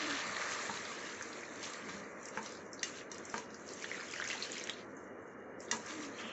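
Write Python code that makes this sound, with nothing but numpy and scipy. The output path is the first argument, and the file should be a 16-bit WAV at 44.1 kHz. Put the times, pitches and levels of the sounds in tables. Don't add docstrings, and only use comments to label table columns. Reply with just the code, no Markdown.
import sys
import numpy as np
from scipy import signal
from scipy.fft import rfft, irfft, next_fast_len
from scipy.io import wavfile
from scipy.ndimage import uniform_filter1d, map_coordinates

SR = 44100
rng = np.random.default_rng(int(sys.argv[2]) if len(sys.argv) > 2 else 0)


def master_out(mix):
    frames = np.transpose(np.atleast_2d(mix))
    ceiling = np.clip(frames, -1, 1)
    pcm = np.round(ceiling * 32767).astype(np.int16)
    wavfile.write(sys.argv[1], SR, pcm)


N = 278712

# pitch in Hz, relative level in dB, 60 dB decay time in seconds.
POT = [(216.6, -2.5, 0.22), (459, -3.5, 0.2), (959, 1.5, 0.25), (1179, 0, 0.061), (1616, 3, 0.09),
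       (1753, -3.5, 0.023), (2337, -3, 0.1)]
# pitch in Hz, relative level in dB, 60 dB decay time in seconds.
LADLE = [(1235, -13, .07), (1890, 1.5, 0.026), (2860, -9, 0.12), (3600, -8, 0.072), (4180, -4, 0.043),
         (4720, -4.5, 0.033), (5184, -5.5, 0.038), (5730, -1.5, 0.041), (6310, 2.5, 0.05),
         (6630, -9, 0.041), (7150, -5.5, 0.057), (7800, -10, 0.054)]


def amp(db):
    return 10 ** (np.asarray(db) / 20)


def unit(x):
    return x / np.sqrt(np.mean(x ** 2) + 1e-20)


def along(points, hz):
    f, v = np.transpose(points)
    return np.interp(np.log(hz + 1), np.log(f + 1), v)


def wobble(rate):
    knots = rng.standard_normal(int(N * rate / SR) + 4)
    return map_coordinates(knots, [np.arange(N) * rate / SR])


def filtered(x, response):
    m = next_fast_len(N + SR // 2)
    return irfft(rfft(x, m) * response(np.fft.rfftfreq(m, 1 / SR)), m)[:N]


def patchy(x, patchy_db):
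    z = signal.stft(x, nperseg=512)[2]
    field = uniform_filter1d(rng.standard_normal(z.shape), size=5, axis=0)
    field = uniform_filter1d(field, size=10, axis=1)
    return signal.istft(z * amp(patchy_db * unit(field)), nperseg=512)[1][:N]


def bubbles(per_s, centre_hz, octaves, cycles, spread_db):
    count = int(per_s * N / SR)
    at = rng.random(count)
    pitch, size = rng.standard_normal((2, count, 1))
    k = np.arange(512)
    turn = np.clip(centre_hz * 2 ** (octaves * pitch), 300, 9000) * k / SR
    chirp = np.sin(2 * np.pi * turn * (1 + 0.04 * turn / cycles))
    grain = amp(spread_db * size) * chirp * np.exp(-turn / cycles)
    place = (at[:, None] * N).astype(int) + k
    return unit(np.bincount(place.ravel(), grain.ravel(), N + 512)[:N])


def add(out, s, sound):
    out[round(s * SR):][:len(sound)] += sound


def resonances(modes):
    width_scale = 0.88
    widths = [width_scale * np.log(1000) / (np.pi * t60) for _, _, t60 in modes]

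    def response(f):
        return sum(amp(db) * 1j * f * w / (c * c - f * f + 1j * f * w)
                   for (c, db, _), w in zip(modes, widths))
    return response


def kitchen():
    # frequency in Hz, relative density in dB per Hz.
    flame_spectrum = [(25, -6.5), (50, -29), (90, -12), (154, -14.5), (200, -6), (395, -4), (468, -2.5),
                      (582, -7), (797, -15), (1330, -13), (1950, -16.5), (2550, -40.5), (2850, -18),
                      (3300, -55)]
    roar = filtered(patchy(rng.standard_normal(N), patchy_db=0.8), lambda hz: amp(along(flame_spectrum, hz)))
    return amp(-50.5) * unit(roar)


def room(x):
    t60_s, delay_s = 0.12, 0.003
    t, out, step = np.arange(SR // 3) / SR, np.zeros(N + SR), SR // 8
    for start in range(0, N, step):
        tail = rng.standard_normal(len(t)) * amp(-60 * t / t60_s)
        tail /= np.linalg.norm(tail)
        add(out, start / SR + delay_s, signal.fftconvolve(x[start:start + step], tail))
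    return out[:N]


def rasp():
    # start in seconds, level in dB, band centre in Hz, band width in Hz.
    s, db, hz, width_hz = (6.183, -51, 2950, 1200)
    band = filtered(rng.standard_normal(N), lambda f: 1 / (1 + (2 * (f - hz) / width_hz) ** 6))
    return amp(db) * unit(band) * (np.arange(N) > s * SR)


def moans():
    # start in seconds, length in seconds, level in dB, first Hz, last Hz. Most are drags
    # of the ladle; the one at 1.843 s is the pot's own low ring.
    moan_rows = [(0, 0.18, -46, 306.6, 284), (0.248, 0.086, -53.5, 211.6, 202.5),
                 (1.843, 0.23, -54, 206.8, 198.6), (5.757, 0.063, -53, 225.7, 205.6),
                 (5.875, 0.28, -49, 317, 276.4), (6.218, 0.076, -50.5, 211.7, 204)]
    out = np.zeros(N + SR)
    for s, length, db, first_hz, last_hz in moan_rows:
        n = int(length * SR)
        turn = 2 * np.pi * np.cumsum(np.linspace(first_hz, last_hz, n)) / SR
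        drift = 0.052 * np.cumsum(rng.standard_normal((2, SR // 2)), axis=1)[:, :n]
        moan = np.sin(turn + drift[0]) + 0.23 * np.sin(3.9 * turn + 2.74 * drift[1])
        add(out, s, amp(db) * np.sqrt(2) * moan * signal.windows.tukey(n, 0.4))
    return out[:N]


def snaps():
    # start in seconds, level in dB.
    snap_rows = [(4.6732, -33), (4.696, -28.5)]
    t60_s = 0.012
    out, t = np.zeros(N + SR), np.arange(SR // 20) / SR
    for s, db in snap_rows:
        push = np.sin(2 * np.pi * 3000 * t) * np.exp(-t * 3000)
        rattle = amp(-60 * t / t60_s) * np.diff(rng.standard_normal(len(t) + 1))
        add(out, s, amp(db) * (2 * push + 1.4 * rattle))
    return out[:N]


def spits():
    # start in seconds, level in dB, pitch in Hz.
    spit_rows = [(0.8527, -32.5, 4020), (1.2242, -31, 6400), (1.331, -38, 4270), (1.453, -38, 4820),
                 (1.734, -30.5, 6420), (1.894, -36, 4300), (2.23, -38, 7340), (2.2555, -32, 6500),
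                 (2.286, -34, 6760), (2.429, -33.5, 6900), (2.4605, -30, 4860), (2.5226, -37, 6600),
                 (2.55, -39, 4900), (2.572, -41.5, 4580), (2.7315, -34, 6250), (2.794, -34.5, 4940),
                 (3.0112, -37, 2180), (3.145, -34.5, 6280), (3.182, -35.5, 6270), (3.253, -33, 6970),
                 (3.2984, -33.5, 6580), (3.505, -43, 4830), (3.5444, -36.5, 5800), (3.678, -38, 6340),
                 (3.689, -34.5, 5300), (3.705, -42, 5400), (3.72, -42, 4600), (3.735, -33, 6770),
                 (3.824, -34.5, 5770), (3.845, -30, 3250), (4.112, -34, 6240), (4.2876, -31, 6520),
                 (4.5186, -27.5, 7700), (4.58, -32, 6300), (4.639, -29, 7000), (4.968, -41.5, 7600),
                 (5.277, -48, 6670), (5.604, -35.5, 6180), (5.685, -40.5, 4200), (5.863, -34.5, 6840),
                 (6.05, -35.5, 5100), (6.1842, -39, 2980)]
    out, t = np.zeros(N + SR), np.arange(SR // 10) / SR
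    for s, db, hz in spit_rows:
        spread = 0.2 * np.linspace(-1, 1, 13)[:, None] + 0.015 * rng.standard_normal((13, 1))
        near = hz * (1 + spread)
        tones = np.sin(2 * np.pi * (near * t + 0.55 * rng.random((13, 1))))
        puff = tones.sum(axis=0) / np.sqrt(len(near))
        add(out, s, amp(db - 60 * t / 0.013) * (1 - np.exp(-t / 0.00027)) * puff)
    return out[:N]


def pops():
    # start in seconds, relative level in dB, starting pitch in Hz.
    pop_rows = [(0.367, -23, 1710), (0.4157, -21.5, 1940), (1.211, -23, 1560), (1.433, -30.5, 2170),
                (1.745, -32, 1750), (3.8233, -32, 2180), (3.8427, -22.5, 1670), (3.915, -21, 1940),
                (3.9448, -25, 1800), (3.9977, -30.5, 1640), (4.1355, -31, 1970), (4.1617, -25, 1740),
                (4.183, -31, 1680), (4.1997, -19.5, 1450), (4.222, -21.5, 1660), (4.226, -25, 1900),
                (4.251, -25, 1990), (4.274, -31, 2360), (4.276, -24.5, 6000), (4.301, -23.5, 1960),
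                (4.308, -25, 2560), (4.314, -25, 2710), (4.33, -31, 5600), (4.3297, -24.5, 1840),
                (4.367, -33, 1800), (4.379, -31, 3840), (4.4244, -19, 3990), (4.455, -35, 4020),
                (4.528, -32.5, 3160), (4.553, -32.5, 1680), (4.568, -26, 2100), (4.582, -29, 3000),
                (4.597, -29, 5970), (4.6117, -29, 2120), (4.69, -26, 1750), (4.697, -22, 3400),
                (4.736, -32.5, 3930), (6.004, -32, 1840)]
    out, t = np.zeros(N + SR), np.arange(SR // 10) / SR
    for s, db, hz in pop_rows:
        tone = np.sin(2 * np.pi * hz * t * (1 + 22 * t))
        add(out, s, amp(db + 0.5 - 60 * t / 0.0091) * (1 - np.exp(-t / 0.00063)) * tone)
    return out[:N]


def pouring():
    # time in seconds, level in dB.
    pour_level = [(3.7, -77), (3.85, -52), (4.1, -52), (4.3, -49), (4.45, -55.5), (4.6, -53), (4.75, -75)]
    s, db = np.transpose(pour_level)
    droplets = bubbles(per_s=340, centre_hz=2400, octaves=0.5, cycles=5, spread_db=4.5)
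    spatter = bubbles(per_s=200, centre_hz=6000, octaves=0.25, cycles=5.6, spread_db=4.5)
    return amp(np.interp(np.arange(N) / SR, s, db)) * (droplets + amp(-5) * spatter)


def blows():
    # start in seconds, relative level in dB on the pot wall, relative level in dB on
    # the ladle's rim, dullness of the pot in dB per octave over 1 kHz.
    blow_rows = [(0.695, -26.5, -55, 14), (1.629, -47.5, -40, 1.5), (1.887, -43, -46, -3),
                 (2.3736, -27.5, -46, 1.5), (2.8305, -51, -23, 4), (2.855, -52, -44, -3),
                 (3.116, -48, -35, 4), (3.341, -27, -41.5, 2.5), (3.379, -37, -34, 8),
                 (5.7129, -39.5, -20, 7), (5.725, -28.5, -43, 4), (5.729, -35, -43, 6)]
    body_hz = 714
    clank_db, clank_t60_s = 10, 0.016
    out, t = np.zeros(N + SR), np.arange(SR // 2) / SR
    clank = amp(clank_db - 60 * t / clank_t60_s)
    onset = (1 - np.exp(-t / 0.0006)) / 5
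    for s, wall_db, rim_db, dull_db in blow_rows:
        for modes, db, slope_db in ((POT, wall_db, dull_db), (LADLE, rim_db, 0)):
            rattle = np.cumsum(rng.standard_normal((len(modes), len(t))), axis=1) * 0.088
            for (hz, level, t60), drift in zip(modes, rattle):
                rough = min(1, hz / body_hz)
                level = level - slope_db * max(0, np.log2(hz / 1000))
                ring = np.sin(2 * np.pi * hz * rng.normal(1, 0.0045) * t + rough * drift)
                decay = amp(db + level + rng.normal(0, 1.9) - 60 * t / t60)
                add(out, s, decay * onset * (1 + rough * clank) * ring)
        crack = np.diff(rng.standard_normal(len(t) + 1))
        add(out, s, amp(rim_db + 2.5 - 60 * t / 0.0075) * crack)
    return out[:N]


def flared(simmer_db, column, fade_db_per_s):
    # peak time in seconds, rise time in seconds, sizzle level in dB, slosh level in dB.
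    flare_rows = [(0.155, 0.17, -44.5, -45.5), (0.399, 0.1, -51.5, -44.5), (0.52, 0.35, -44.5, -43.5),
                  (1.634, 0.017, -46, -54.5), (1.95, 0.12, -53, -59), (2.47, 0.13, -54.5, -56),
                  (2.736, 0.008, -56.5, -62), (2.86, 0.025, -48, -57), (2.988, 0.25, -54.5, -59.5),
                  (3.15, 0.023, -57, -57), (3.27, 0.071, -62.5, -58), (3.38, 0.26, -51.5, -59),
                  (3.6, 0.11, -56, -67), (3.7, .015, -55.5, -63), (4.03, 0.069, -55, -58.5),
                  (4.3, 0.041, -45, -51), (4.43, 0.15, -47, -56), (4.57, 0.06, -52, -64),
                  (4.975, .012, -63.5, -70), (5.62, .025, -56.5, -67), (5.73, 0.012, -46, -52.5),
                  (5.9, 0.052, -49, -48), (6.03, 0.039, -53.5, -55.5), (6.2, .02, -54.5, -50)]
    climb_db = 15.5
    t, power = np.arange(N) / SR, amp(2 * simmer_db)
    for row in flare_rows:
        late = t - row[0]
        shape_db = np.where(late < 0, climb_db * late / row[1], -fade_db_per_s * late)
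        power = power + amp(2 * (row[column] + shape_db))
    return np.sqrt(power)


def stirring():
    # time in seconds, sizzle level in dB, slosh level in dB,
    # sizzle tilt in dB (upper hiss against lower).
    simmer_rows = [(0.0, -45, -43, -10.5), (0.3, -49.5, -46, -3.5), (0.65, -47, -45.5, -1),
                   (0.95, -49.5, -49.5, -4.5), (1.45, -54, -53.5, -1), (1.85, -54, -52, -4),
                   (2.15, -60.5, -56, -0.5), (2.45, -54.5, -55.5, -3.5), (2.6, -58.5, -64, -4),
                   (2.72, -66, -61.5, 2.5), (3.1, -73, -60, -6), (3.55, -65.5, -66, 0.5),
                   (3.85, -51.5, -59.5, -2.5), (4.5, -57.5, -59.5, -6), (4.78, -56, -60.5, -11),
                   (4.95, -69.5, -62, 5), (5.3, -69, -65.5, 7.5), (5.58, -72.5, -62, 1.5),
                   (5.9, -54, -58.5, -1), (6.32, -58, -56.5, -6)]
    # frequency in Hz, relative density in dB per Hz.
    hiss_spectrum = [(1400, -19.5), (2400, -4), (2850, -5), (3350, -7), (4150, -6), (4950, -9.5),
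                     (6200, -4), (7000, -3), (8300, -4), (9000, -30)]
    # frequency in Hz, relative density in dB per Hz.
    slosh_spectrum = [(350, -21.5), (600, -1), (720, -9), (1220, 0.5), (1470, -4), (1800, -1.5), (2130, -1),
                      (2620, -12), (3000, -25.5), (3900, -45.5), (6600, -120)]
    s, *cols = np.transpose(simmer_rows)
    sizzle_db, slosh_db, tilt_db = (np.interp(np.arange(N) / SR, s, c) for c in cols)

    crackle = bubbles(per_s=700, centre_hz=5000, octaves=0.4, cycles=2.5, spread_db=3.2)
    steam = patchy(rng.standard_normal(N) + 0.45 * crackle, patchy_db=1.1)
    steam = unit(steam) + amp(-18) * unit(filtered(steam, resonances(LADLE)))
    whole = unit(filtered(steam, lambda hz: amp(along(hiss_spectrum, hz))))
    low = filtered(whole, lambda hz: 1 / (1 + (hz / 5200) ** 8))
    tilted = amp(-tilt_db / 2) * low + amp(tilt_db / 2) * (whole - low)
    hiss = flared(sizzle_db, column=2, fade_db_per_s=94) * amp(1.0 * wobble(25)) * tilted

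    blips = bubbles(per_s=250, centre_hz=1695, octaves=0.35, cycles=5.5, spread_db=1.2)
    wet = patchy(rng.standard_normal(N) + 0.17 * blips, patchy_db=1.1)
    slosh_gain = flared(slosh_db, column=3, fade_db_per_s=85.5) * amp(0.25 * wobble(9.2))
    gravy = unit(filtered(wet, lambda hz: amp(along(slosh_spectrum, hz))))
    pot_ring = amp(-13) * unit(filtered(wet, resonances(POT)))
    return hiss + slosh_gain * (gravy + pot_ring)


def scene():
    sharp = blows() + snaps() + pops() + spits() + pouring()
    mix = kitchen() + stirring() + moans() + rasp() + sharp + amp(-5.0) * room(sharp)
    return np.tile(mix, (2, 1))


def record(dry):
    # frequency in Hz, power in dB per bin.
    gate_floor = [(1900, -110), (2600, -75.5), (4500, -76), (6300, -83), (8000, -77)]
    # frequency in Hz, gain in dB.
    band_limit = [(20, -25), (90, 0), (7600, 0), (8000, -20), (8300, -24), (8500, -42), (9500, -46),
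                  (15000, -48)]
    top_hz = 15800
    hz, _, z = signal.stft(dry[0], SR, nperseg=512)
    power = uniform_filter1d(np.abs(z) ** 2, size=2, axis=0)
    power = uniform_filter1d(power, size=8, axis=1)
    threshold = amp(2 * along(gate_floor, hz))[:, None]
    gain = np.maximum(power / (power + threshold), amp(-16))
    kept = signal.istft(z * gain, SR, nperseg=512)[1][:N]
    converter_hiss = amp(-98) * rng.standard_normal(N)
    heard = filtered(kept, lambda f: amp(along(band_limit, f))) + converter_hiss
    return np.tile(filtered(heard, lambda f: f < top_hz), (2, 1))


dry = scene()
out = record(dry)
master_out(out)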